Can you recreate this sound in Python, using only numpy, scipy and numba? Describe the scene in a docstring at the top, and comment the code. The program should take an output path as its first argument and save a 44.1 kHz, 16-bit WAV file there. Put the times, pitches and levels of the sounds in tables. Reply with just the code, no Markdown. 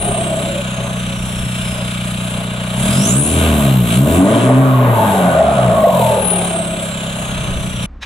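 """Turbo diesel revved in a garage

A four-cylinder turbo diesel with an open pipe idles and is revved twice; a two-port camera lies on the floor behind it.
Pressure pulses excite the standing waves of the pipe as thumps; turbulent gas roars and hisses once a cycle.
The turbine whistles at its blade tone, and flow noise howls through the tailpipe as the revs fall.
The scene then cuts to a quiet driveway: shaped noise rumbles and ringing metal starts to rasp."""
import sys
import numpy as np
from scipy import signal
from scipy.fft import rfft, irfft, next_fast_len
from scipy.io import wavfile
from scipy.ndimage import uniform_filter1d
from numba import njit

SR = 44100
rng = np.random.default_rng(int(sys.argv[2]) if len(sys.argv) > 2 else 0)


def unload_audio(sound):
    """Save the sound as a 16-bit wav file, at the path given as the first command line argument."""
    columns = np.transpose(np.atleast_2d(sound))
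    # keep every value between -1 and 1, then stretch to whole-number steps
    steps = np.round(np.clip(columns, -1, 1) * 32767)
    wavfile.write(sys.argv[1], SR, steps.astype(np.int16))


N = 355005
T = np.arange(N) / SR


def undb(db):
    """Level to amplitude: 20 dB is a factor of ten."""
    return 10 ** (np.asarray(db) / 20)


def unit(x):
    """Normalisation: scale to rms 1."""
    return x / np.sqrt(np.mean(x ** 2))


def curves(table):
    """Linear interpolation: each column after t/s becomes one value a sample."""
    s, *columns = np.transpose(table)
    return [np.interp(T, s, column) for column in columns]


def bumps(table):
    """Superposition of raised-cosine swells: one track a column after centre t/s and half length/s."""
    at, half, *columns = np.transpose(table)[:, :, None]
    shape = np.cos(np.pi / 2 * np.clip((T - at) / half, -1, 1)) ** 2
    return [np.sum(column * shape, axis=0) for column in columns]


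def walk(rate):
    """Random modulation: normal levels held 1 / rate s and smoothed twice, spread near 1."""
    k = int(SR / rate)
    steps = np.repeat(rng.standard_normal(N // k + 1), k)
    return 1.256 * uniform_filter1d(uniform_filter1d(steps, k), k)[:N]


def band(lo_hz, hi_hz):
    """Band-limited noise: white noise filtered between two edges, rms 1."""
    sos = signal.butter(2, [lo_hz, hi_hz], "band", fs=SR, output="sos")
    return unit(signal.sosfilt(sos, rng.standard_normal(N)))


@njit
def svf(x, hz, width):
    """Tuned resonance: a state-variable band-pass with a moving centre, gain 1 there."""
    y, b, l = np.empty(len(x)), 0., 0.  # b and l: states of the two integrators
    for i in range(len(x)):
        g, k = np.tan(np.pi * hz[i] / SR), width / hz[i]
        v = (b + g * (x[i] - l)) / (1 + g * (g + k))
        b, l, y[i] = 2 * v - b, l + 2 * g * v, k * v
    return y


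def narrow(hz, width_hz, second_width=1.8):
    """Narrow-band noise: two resonances in series around a moving centre, rms 1."""
    once = svf(rng.standard_normal(N), hz, width_hz)
    return unit(svf(once, hz, second_width * width_hz))


def sweep(table, width_hz):
    """Swept narrow-band noise: follows a (t/s, f/Hz, level/dB) table, silent outside its times."""
    hz, db = curves(table)
    inside = (T >= table[0][0]) * (T <= table[-1][0])
    return narrow(hz, width_hz) * undb(db) * inside


def modes(x, table):
    """Modal superposition: parallel (f/Hz, width/Hz, level/dB) resonances, neighbours opposite in sign."""
    rung = 0
    for k, (hz, width, db) in enumerate(table):
        rung = rung + (-1) ** k * undb(db) * signal.lfilter(*signal.iirpeak(hz, hz / width, SR), x)
    return rung


def puff(turns, depth, at):
    """Periodic flow modulation: a smooth swell once a firing cycle, mean power near 1."""
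    return unit(np.exp(depth * np.cos(2 * np.pi * (turns - at))))


# spectral shape of the distant rumble: (f/Hz, relative level per Hz/dB)
DRIVEWAY_SPECTRUM = [(18, -39), (30, -14), (59, -9), (119, -32), (214, -28), (252, -26.5), (318, -39),
                     (848, -46), (1200, -43), (8000, -79), (10400, -113), (17600, -120)]
# course of the rasp: (t/s, level/dB)
RASP_COURSE = [(8.0, -74), (8.015, -42), (8.03, -25.5), (8.05, -35.5)]
# resonances of the rasping metal: (f/Hz, width/Hz, relative level/dB)
RASP_RESONANCES = [(1630, 68, 2.5), (2450, 140, 1), (3000, 38, -3), (3520, 34, 3), (3910, 39, 4),
                   (5400, 94, -9), (6340, 32, -5)]
DRIVEWAY_DB = -33


def driveway():
    """Spectral shaping and modal ringing: noise as distant rumble, then the start of a metal rasp."""
    hz, db = np.transpose(DRIVEWAY_SPECTRUM)
    log_hz = np.log(np.fft.rfftfreq(N, 1 / SR) + 1)
    colour = undb(np.interp(log_hz, np.log(hz), db))
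    rumble = unit(irfft(rfft(rng.standard_normal(N)) * colour, N)) * undb(DRIVEWAY_DB)
    ringing = unit(modes(rng.standard_normal(N), RASP_RESONANCES))
    scrape = undb(-2) * band(640, 3900)
    return rumble + (ringing + scrape) * undb(curves(RASP_COURSE)[0])


# gusts of exhaust gas at the microphone: (centre t/s, half length/s, level over steady rumble/dB)
GAS_GUSTS = [(0, 0.43, 14), (1.35, 1, 11), (2.45, 0.21, 10), (4.4, 2, -20), (6, 0.299, 3), (7.55, 0.59, 18)]
BUFFET_DB = -40.5


def buffet():
    """Turbulent pressure: exhaust gas buffets the microphone as gusty rumble, partly shared by the ports."""
    gusts = undb(BUFFET_DB + bumps(GAS_GUSTS)[0] + 2.6 * walk(25))
    common = band(25, 147)
    return gusts * np.array([common + .4 * band(20, 70) for _ in range(2)])


# thin hiss at full boost: (t/s, centre f/Hz, level/dB)
BOOST_NOISE = [(4.55, 12000, -29), (4.85, 11900, -23.5), (5.1, 11570, -21.5), (5.35, 11530, -34)]


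def boost_hiss():
    """Swept narrow-band noise: a thin hiss at full boost."""
    return sweep(BOOST_NOISE, 1300.0)


# resonances of the tailpipe and the gap under the car: (f/Hz, width/Hz, relative level/dB)
TAILPIPE = [(405, 113, -14.5), (458, 57, -7.5), (554.4, 38, -5), (618.5, 27, -2.5), (659, 30.4, -2),
            (787, 33, -9.5), (892, 78, -11), (1024, 31.4, -4), (1095, 60, -8), (1207, 59, -9),
            (1432, 107, -14.5), (1521, 64, -8), (1910, 370, -10)]


def tailpipe(x):
    """Modal resonance: ring the tailpipe and the gap under the car."""
    return modes(x, TAILPIPE)


def at_tail(x, through_db):
    """Resonant transmission: loudest at the standing waves of the tailpipe; some passes straight through."""
    return tailpipe(x) * undb(5.5) + undb(through_db) * x


# flow noise against shaft speed: (shaft f/Hz, level before the tailpipe/dB)
SHAFT_NOISE = [(520, -56), (570, -34), (650, -29), (760, -24.5), (900, -25), (1000, -16.5), (1200, -16),
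               (1470, -27), (1620, -25), (1750, -50)]
# added level; the noise dies away late in each run-down: (t/s, level/dB)
SHAFT_COURSE = [(0, 5), (.15, -0.5), (.6, 2), (.75, -15), (2.8, -18), (4.6, -2), (6.75, -1), (6.92, -10)]
SHAFT_QUIET_LOAD, SHAFT_DB_PER_LOAD = 0.22, -120  # load where silencing starts, its slope


def shaft_howl(shaft_hz, load):
    """Flow noise tied to rotation: fluttering bands at shaft speed and, when slow, half of it; load silences them."""
    overload = np.maximum(load - SHAFT_QUIET_LOAD, 0)
    db = np.interp(shaft_hz, *np.transpose(SHAFT_NOISE)) + SHAFT_DB_PER_LOAD * overload
    shaft = narrow(shaft_hz, 105.0) + narrow(shaft_hz / 2, 98.0) * (shaft_hz < 900)
    level = undb(db + curves(SHAFT_COURSE)[0] + 1.24 * walk(14))
    return at_tail(shaft * level, through_db=-2.5)


# bursts of the falling howl: (start t/s, level over the howl/dB, length/s)
HOWL_BURSTS = [(4.604, 6, .03), (5.244, 5, 0.027), (5.282, 8.5, 0.027), (5.348, 9.5, .035),
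               (5.39, 12.5, 0.066), (5.482, 14, 0.016), (5.514, 8, 0.012), (5.565, 9, 0.047),
               (5.627, 8, .02), (5.681, 5.5, 0.034), (5.716, 6, 0.014), (5.781, 6.5, 0.031),
               (5.837, 10.5, 0.097), (5.935, 5.5, 0.059), (5.989, 14, .02), (6.016, 9, 0.018),
               (6.049, 7, .03), (6.093, 9, .03), (6.139, -1, .02), (6.165, 8, 0.034)]
BURST_RISE_S = .003


def bursts():
    """Level modulation in dB: each burst jumps up, holds and sinks back."""
    at, db, length = np.transpose(HOWL_BURSTS)[:, :, None]
    since = np.maximum(T - at, 0)
    rise = np.clip(since / BURST_RISE_S, 0, 1)
    return np.max(db * rise * np.exp(-(since / length) ** 2), axis=0)


# falling band of flow noise after the last rev: (t/s, centre f/Hz, base level/dB)
FALLING_BAND = [(4.5, 1210, -40), (4.65, 1200, -18), (4.85, 1040, -18), (5, 887.4, -13.5),
                (5.15, 778.4, -13.5), (5.3, 685, -19.5), (5.6, 655, -18.5), (5.9, 625, -19),
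                (6.2, 575, -21), (6.3, 468, -35), (6.5, 400, -42)]
HOWL_TONE_DB, BETWEEN_BURSTS_DB = 5.5, -7.5  # wavering tone over base level; howl between bursts
BREAKS_S = 5.2  # the howl is fully locked into a tone here


def falling_howl(turns, waver_hz=55):
    """Lock-in: falling flow noise gains a wavering tone as it breaks into bursts; each firing makes it burble."""
    hz, db = curves(FALLING_BAND)
    broken = np.clip((T - BREAKS_S) / 0.14 + 1, 0, 1)
    phase = 2 * np.pi * np.cumsum(hz + waver_hz * walk(320)) / SR
    tone = np.sqrt(2) * np.sin(phase) * (T <= FALLING_BAND[-1][0])
    noise = at_tail(sweep(FALLING_BAND, 152.0), through_db=-5.5)
    sound = noise + broken * tone * undb(db + HOWL_TONE_DB)
    level = undb(bursts() + BETWEEN_BURSTS_DB * broken + 1.4 * walk(7.5))
    return sound * level * puff(turns, 0.16, 0.32)


# course of the turbine: (t/s, blade tone f/Hz)
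BLADE_TONE = [(0, 9470), (1.75, 5100), (2.751, 4513), (2.93, 4990), (3.04, 5860), (3.121, 7260),
              (3.189, 9170), (3.262, 10010), (3.5, 12200), (3.651, 12180), (3.9, 11620), (4.05, 13310),
              (4.26, 16380), (4.9, 20960), (5.1, 19780), (5.6, 15730), (6.7, 7998), (7.861, 5700)]
TURBO_IDLE_HZ, BLADES = 4290, 12.34  # idle blade tone; blade tone over shaft speed


def spool():
    """Free decay towards idle: blade tone above its idle pitch in Hz, interpolated on a log scale."""
    s, hz = np.transpose(BLADE_TONE)
    return np.exp(np.interp(T, s, np.log(np.maximum(hz - TURBO_IDLE_HZ, 20))))


# base level of the whistle: (blade tone f/Hz, coasting level/dB, full-load level/dB)
WHISTLE_LEVEL = [(4600, -44, -29), (5100, -30.5, -14), (6400, -34, -7), (6970, -37.5, -5),
                 (8170, -39.5, -22), (8060, -31.5, -12), (9940, -17, -23), (10692, -24.5, -29),
                 (12007, -23.5, -24), (14530, -24, -11), (16020, -22, -30)]


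def turbine(blade_hz, turns, load, wobble_hz=40, drift_hz=55, breath_db=-10):
    """Frequency modulation: each firing kicks wheel and gas, so the blade tone wobbles; load at speed frays it."""
    at, coast_db, driven_db = np.transpose(WHISTLE_LEVEL)
    coasting = (1 - load) * np.interp(blade_hz, at, coast_db)
    driven = load * np.interp(blade_hz, at, driven_db)
    fray = load * np.clip((blade_hz - TURBO_IDLE_HZ) / 5500, 0, 1)
    wobble = wobble_hz * (1 + 2.7 * fray) * np.cos(2 * np.pi * (turns - .3))
    hz = np.minimum(blade_hz, SR / 2.4) + wobble
    drift = drift_hz * (1 + 8.0 * fray) * walk(400)
    tone = np.sqrt(2) * np.sin(2 * np.pi * np.cumsum(hz + drift) / SR)
    breath = unit(svf(svf(rng.standard_normal(N), hz, 680.0), hz, 1200.0)) * undb(breath_db + 15.0 * fray)
    level = undb(coasting + driven - 2.3 * fray + 1.5 * walk(40))
    return (tone + breath) * puff(turns, 0.37, 0.76) * level


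# swells and dips of the gas: (centre t/s, half length/s, gas level/dB, treble level/dB, roar level/dB)
GAS_SWELLS = [(2.88, 0.19, 6.5, -1, 1), (3.06, 0.12, 4.5, 2, 4), (3.22, 0.059, -3.5, -2, 1),
              (3.44, 0.16, 7, -1, -3), (3.67, 0.23, 3.5, -3.5, -3.5), (3.93, 0.096, 7.5, 0.5, -6.5),
              (4.12, 0.092, 4.5, -5, -3), (4.36, 0.16, 5, -6.5, -2.5), (4.48, 0.08, -1, -1, 2.5),
              (4.62, .09, -2, 1.5, 3), (4.79, 0.29, -0.5, -7.5, -0.5), (5.05, 0.18, 1, -1, -5.5)]
HISS_DB = -30  # base level of hiss and roar together
TREBLE_DB, TREBLE_DB_PER_LOAD = -0.5, 9
ROAR_DB, ROAR_DB_PER_KHZ = -3.5, 1.19  # grows with the blade tone above idle


def gas_noise(turns, firing_hz, load, boost_hz):
    """Turbulence noise: gas hisses in two bands and roars through the resonances, swelling with each firing."""
    swell_db, bright_db, growl_db = bumps(GAS_SWELLS)
    treble_db = TREBLE_DB + TREBLE_DB_PER_LOAD * load + bright_db
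    middle = band(1130, 4900) * undb(3.0 + 0.57 * walk(11))
    treble = band(5100, 14500) * undb(treble_db + 1.9 * walk(16))
    hiss = (middle + treble) * puff(turns, .33, .76)
    flow = band(133, 1290)
    resonant = unit(tailpipe(flow) + undb(-5.0) * pipe(flow, firing_hz, load))
    roar_db = ROAR_DB + ROAR_DB_PER_KHZ * boost_hz / 1000 + 1.2 * load + growl_db
    roar = resonant * undb(roar_db + 1.94 * walk(11)) * puff(turns, .24, .85)
    return (hiss + roar) * undb(HISS_DB + swell_db + 0.73 * walk(13))


# standing waves of the pipe before the pitch ratio:
# (f/Hz, width/Hz, idle level/dB, level gain per 100 Hz of firing rate/dB, level gain at full load/dB)
PIPE_WAVES = [(31.5, 10, -9, 2, 7.5), (62.3, 11.5, -4.5, -13, -5), (77.6, 9, -7, 7.5, -0.5),
              (126.5, 10.2, 3.5, 3.5, 0.5), (184.2, 21.5, 4, -5, 0), (209.1, 12.6, -5.5, -4, 6),
              (255.7, 18, -22, 21.5, 18), (312.5, 18.2, -14, 2.5, 7.5), (374, 61, -24.5, 17, 0)]
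COLD_PITCH, HOT_PITCH = 0.96, 1.082  # pitch ratio at no load and full load
IDLE_HZ = 30.5  # firing rate at idle


def pipe(x, firing_hz, load):
    """Standing waves: hot fast gas raises their pitch and wakes the upper ones."""
    ratio = COLD_PITCH + (HOT_PITCH - COLD_PITCH) * load
    rung = 0
    for hz, width, db, fast_db, load_db in PIPE_WAVES:
        level_db = db + fast_db * (firing_hz - IDLE_HZ) / 100 + load_db * load
        rung = rung + undb(level_db) * svf(x, hz * ratio, 1. * width)
    return rung


def push(pulses, push_s):
    """Impulse smoothing: two equal exponential decays of time constant push_s round each pulse."""
    pole = [1, -np.exp(-1 / (push_s * SR))]
    return unit(signal.lfilter([1], np.convolve(pole, pole), pulses))


# push of each cylinder in firing order before load widens the spread: (relative level/dB)
CYLINDER_LEVELS = [-0.3, 0.5, -1, 0.2]
IDLE_TOP_HZ, PIPE_TOP_HZ = 297, 520  # low-pass edges of the dull and the open thump
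OPENS_OVER_HZ = 22  # rise of firing rate that opens the thump


def thump(turns, hz, load, scatter_db=0.6, rough_db=.7, jitter_s=.0001, stagger_s=.0002):
    """Impulse excitation: one push a firing rings the pipe, uneven with load, brighter with firing rate."""
    at = np.flatnonzero(np.diff(turns.astype(int), prepend=0))
    order = np.arange(len(at))
    size_chance, time_chance = rng.standard_normal((N // 100, 2))[:len(at)].T
    cylinder_db = np.array(CYLINDER_LEVELS)[order % 4] * (1 + 0.53 * load[at])
    size_db = cylinder_db + (scatter_db + rough_db * load[at]) * size_chance
    late_s = jitter_s * load[at] * time_chance + stagger_s * (-1.) ** order
    when = np.clip(at + late_s * SR, 0, N - 1).astype(int)
    pulses = np.bincount(when, undb(size_db), N)
    rung = pipe(push(pulses, push_s=.0005), hz, load)
    dull = signal.sosfilt(signal.butter(4, IDLE_TOP_HZ, fs=SR, output="sos"), rung)
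    bright = signal.sosfilt(signal.butter(4, PIPE_TOP_HZ, fs=SR, output="sos"), rung)
    opening = np.clip((hz - IDLE_HZ) / OPENS_OVER_HZ, 0, 1)
    return unit(dull + opening * (bright - dull))


# course of the engine: (t/s, firing rate f/Hz, load 0-1, firing level/dB)
ENGINE_REVS = [(0, 31.9, 0.28, -18), (.3, 32.4, 0.08, -17.5), (1, 30.78, 0, -19.5), (2.75, 30.2, 0, -19.5),
               (2.79, 32.05, 0.51, -12.5), (2.89, 40.17, 0.72, -11), (2.98, 46, 0.77, -9.5),
               (3.15, 66.8, 0.73, -14), (3.26, 77, 1, -15.5), (3.35, 82.4, 0.82, -11),
               (3.5, 77.8, 0.62, -9), (3.9, 55.66, 0.47, -12), (4.12, 81.87, 1, -9.5),
               (4.33, 109.5, 0.98, -11.5), (4.46, 123.8, 0.71, -18), (4.6, 135.4, 0.55, -15.5),
               (4.84, 123.6, 0.21, -17.5), (5.1, 99.45, 0.15, -13.5), (5.54, 68.05, 0.27, -16.5),
               (5.98, 42.26, 0.21, -13.5), (6.3, 35.5, 0.05, -20.5), (7, 33, 0.08, -19),
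               (7.86, 30.1, 0, -20.5)]


def exhaust():
    """Superposition at the outlet: thumps, gas, howls and whistle share the firing cycle, load and turbine speed."""
    hz, load, firing_db = curves(ENGINE_REVS)
    load = np.clip(load, 0, 1)
    boost_hz = spool()
    blade_hz = TURBO_IDLE_HZ + boost_hz
    turns = np.cumsum(hz * (1 + 0.0016 * walk(15))) / SR  # firing cycles so far
    firings = thump(turns, hz, load) * undb(firing_db)
    gas = gas_noise(turns, hz, load, boost_hz)
    howl = shaft_howl(blade_hz / BLADES, load) + falling_howl(turns)
    whistle = turbine(blade_hz, turns, load) + boost_hiss()
    return firings + gas + howl + whistle


# floor bounce and housing:
# (f/Hz, left level/dB, right level/dB, left lead before low-frequency taper/rad, share of direct sound 0-1)
PORT_RESPONSE = [(32, -4.5, -6, -0.4, 1), (182, 3.5, 2.95, 0.46, 0.99), (334, -2.5, -3, 0.42, 0.97),
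                 (527, 2.5, 2.5, 0.35, 0.96), (677, 3, 1.5, .5, .93), (970, 1, -3, -0.13, 0.58),
                 (1487, 1, 6, 2.5, 0.25), (1930, -3, -9.5, 1.94, 0.84), (2800, 5, 3, -2, 0.7),
                 (3940, -4, -2, 0.5, 0.97), (4630, -15, -13.5, 1.7, 0.52), (6040, -16.5, -11, -1.1, 0.47),
                 (7280, -8.5, 3.5, 3, 1), (7920, 0.5, 5.5, 3, 0.55), (8680, -2, 0.5, 4, 0.83),
                 (9780, 7.5, -3.5, 4.5, 1), (11140, -5, -14.5, 4, 0.62), (13000, -12.5, -14, 5, 0.4),
                 (16000, -37, -35, -24, 0.3)]
GARAGE_T60_S = 0.4


def ports(sound):
    """Direct and reverberant field: each port has its own colour, phase lag and mix of garage echoes."""
    size = next_fast_len(N + SR)
    log_hz = np.log(np.fft.rfftfreq(size, 1 / SR) + 1)
    hz, *columns = np.transpose(PORT_RESPONSE)
    left_db, right_db, lead, direct = (np.interp(log_hz, np.log(hz), c) for c in columns)
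    lead = lead * np.minimum(np.exp(log_hz) / 500, 1)  # long waves reach both ports together
    direct = np.clip(direct, 0, 1)
    tail = rng.standard_normal((2, SR // 2)) * undb(-60 * T[:SR // 2] / GARAGE_T60_S)
    echoes = rfft(tail / np.sqrt(np.sum(tail ** 2, axis=1, keepdims=True)), size)
    lag = np.exp(.5j * np.array([lead, -lead]))  # half the lead to each port
    response = undb([left_db, right_db]) * (np.sqrt(direct) * lag + np.sqrt(1 - direct) * echoes)
    return irfft(rfft(sound, size) * response, size)[:, :N]


CUT_S = 7.862  # the garage is silent from here on


def scene():
    """Crossfade: the garage gives way to the driveway within 4 ms."""
    garage = np.clip((CUT_S - T) / .004, 0, 1)
    return garage * (ports(exhaust()) + buffet()) + (1 - garage) * driveway()


GAIN_TOP_DB, GAIN_SHARE = -10, 0.56  # level where gain control starts, share of the excess removed
GAIN_S, TOP_HZ = .03, 15770  # memory of the gain control; upper band edge


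def record(dry):
    """Compression and band limiting: the camera turns loud passages down, rounds peaks and cuts the top."""
    pole = np.exp(-1 / (GAIN_S * SR))
    power = signal.lfilter([1 - pole], [1, -pole], np.mean(dry ** 2, axis=0))
    level_db = 10 * np.log10(power + 1e-9)
    held = dry * undb(-GAIN_SHARE * np.maximum(level_db - GAIN_TOP_DB, 0))
    rounded = np.tanh(.9 * held) / .9
    return signal.sosfilt(signal.ellip(12, .2, 80, TOP_HZ, fs=SR, output="sos"), rounded)


dry = scene()
out = record(dry)
unload_audio(out)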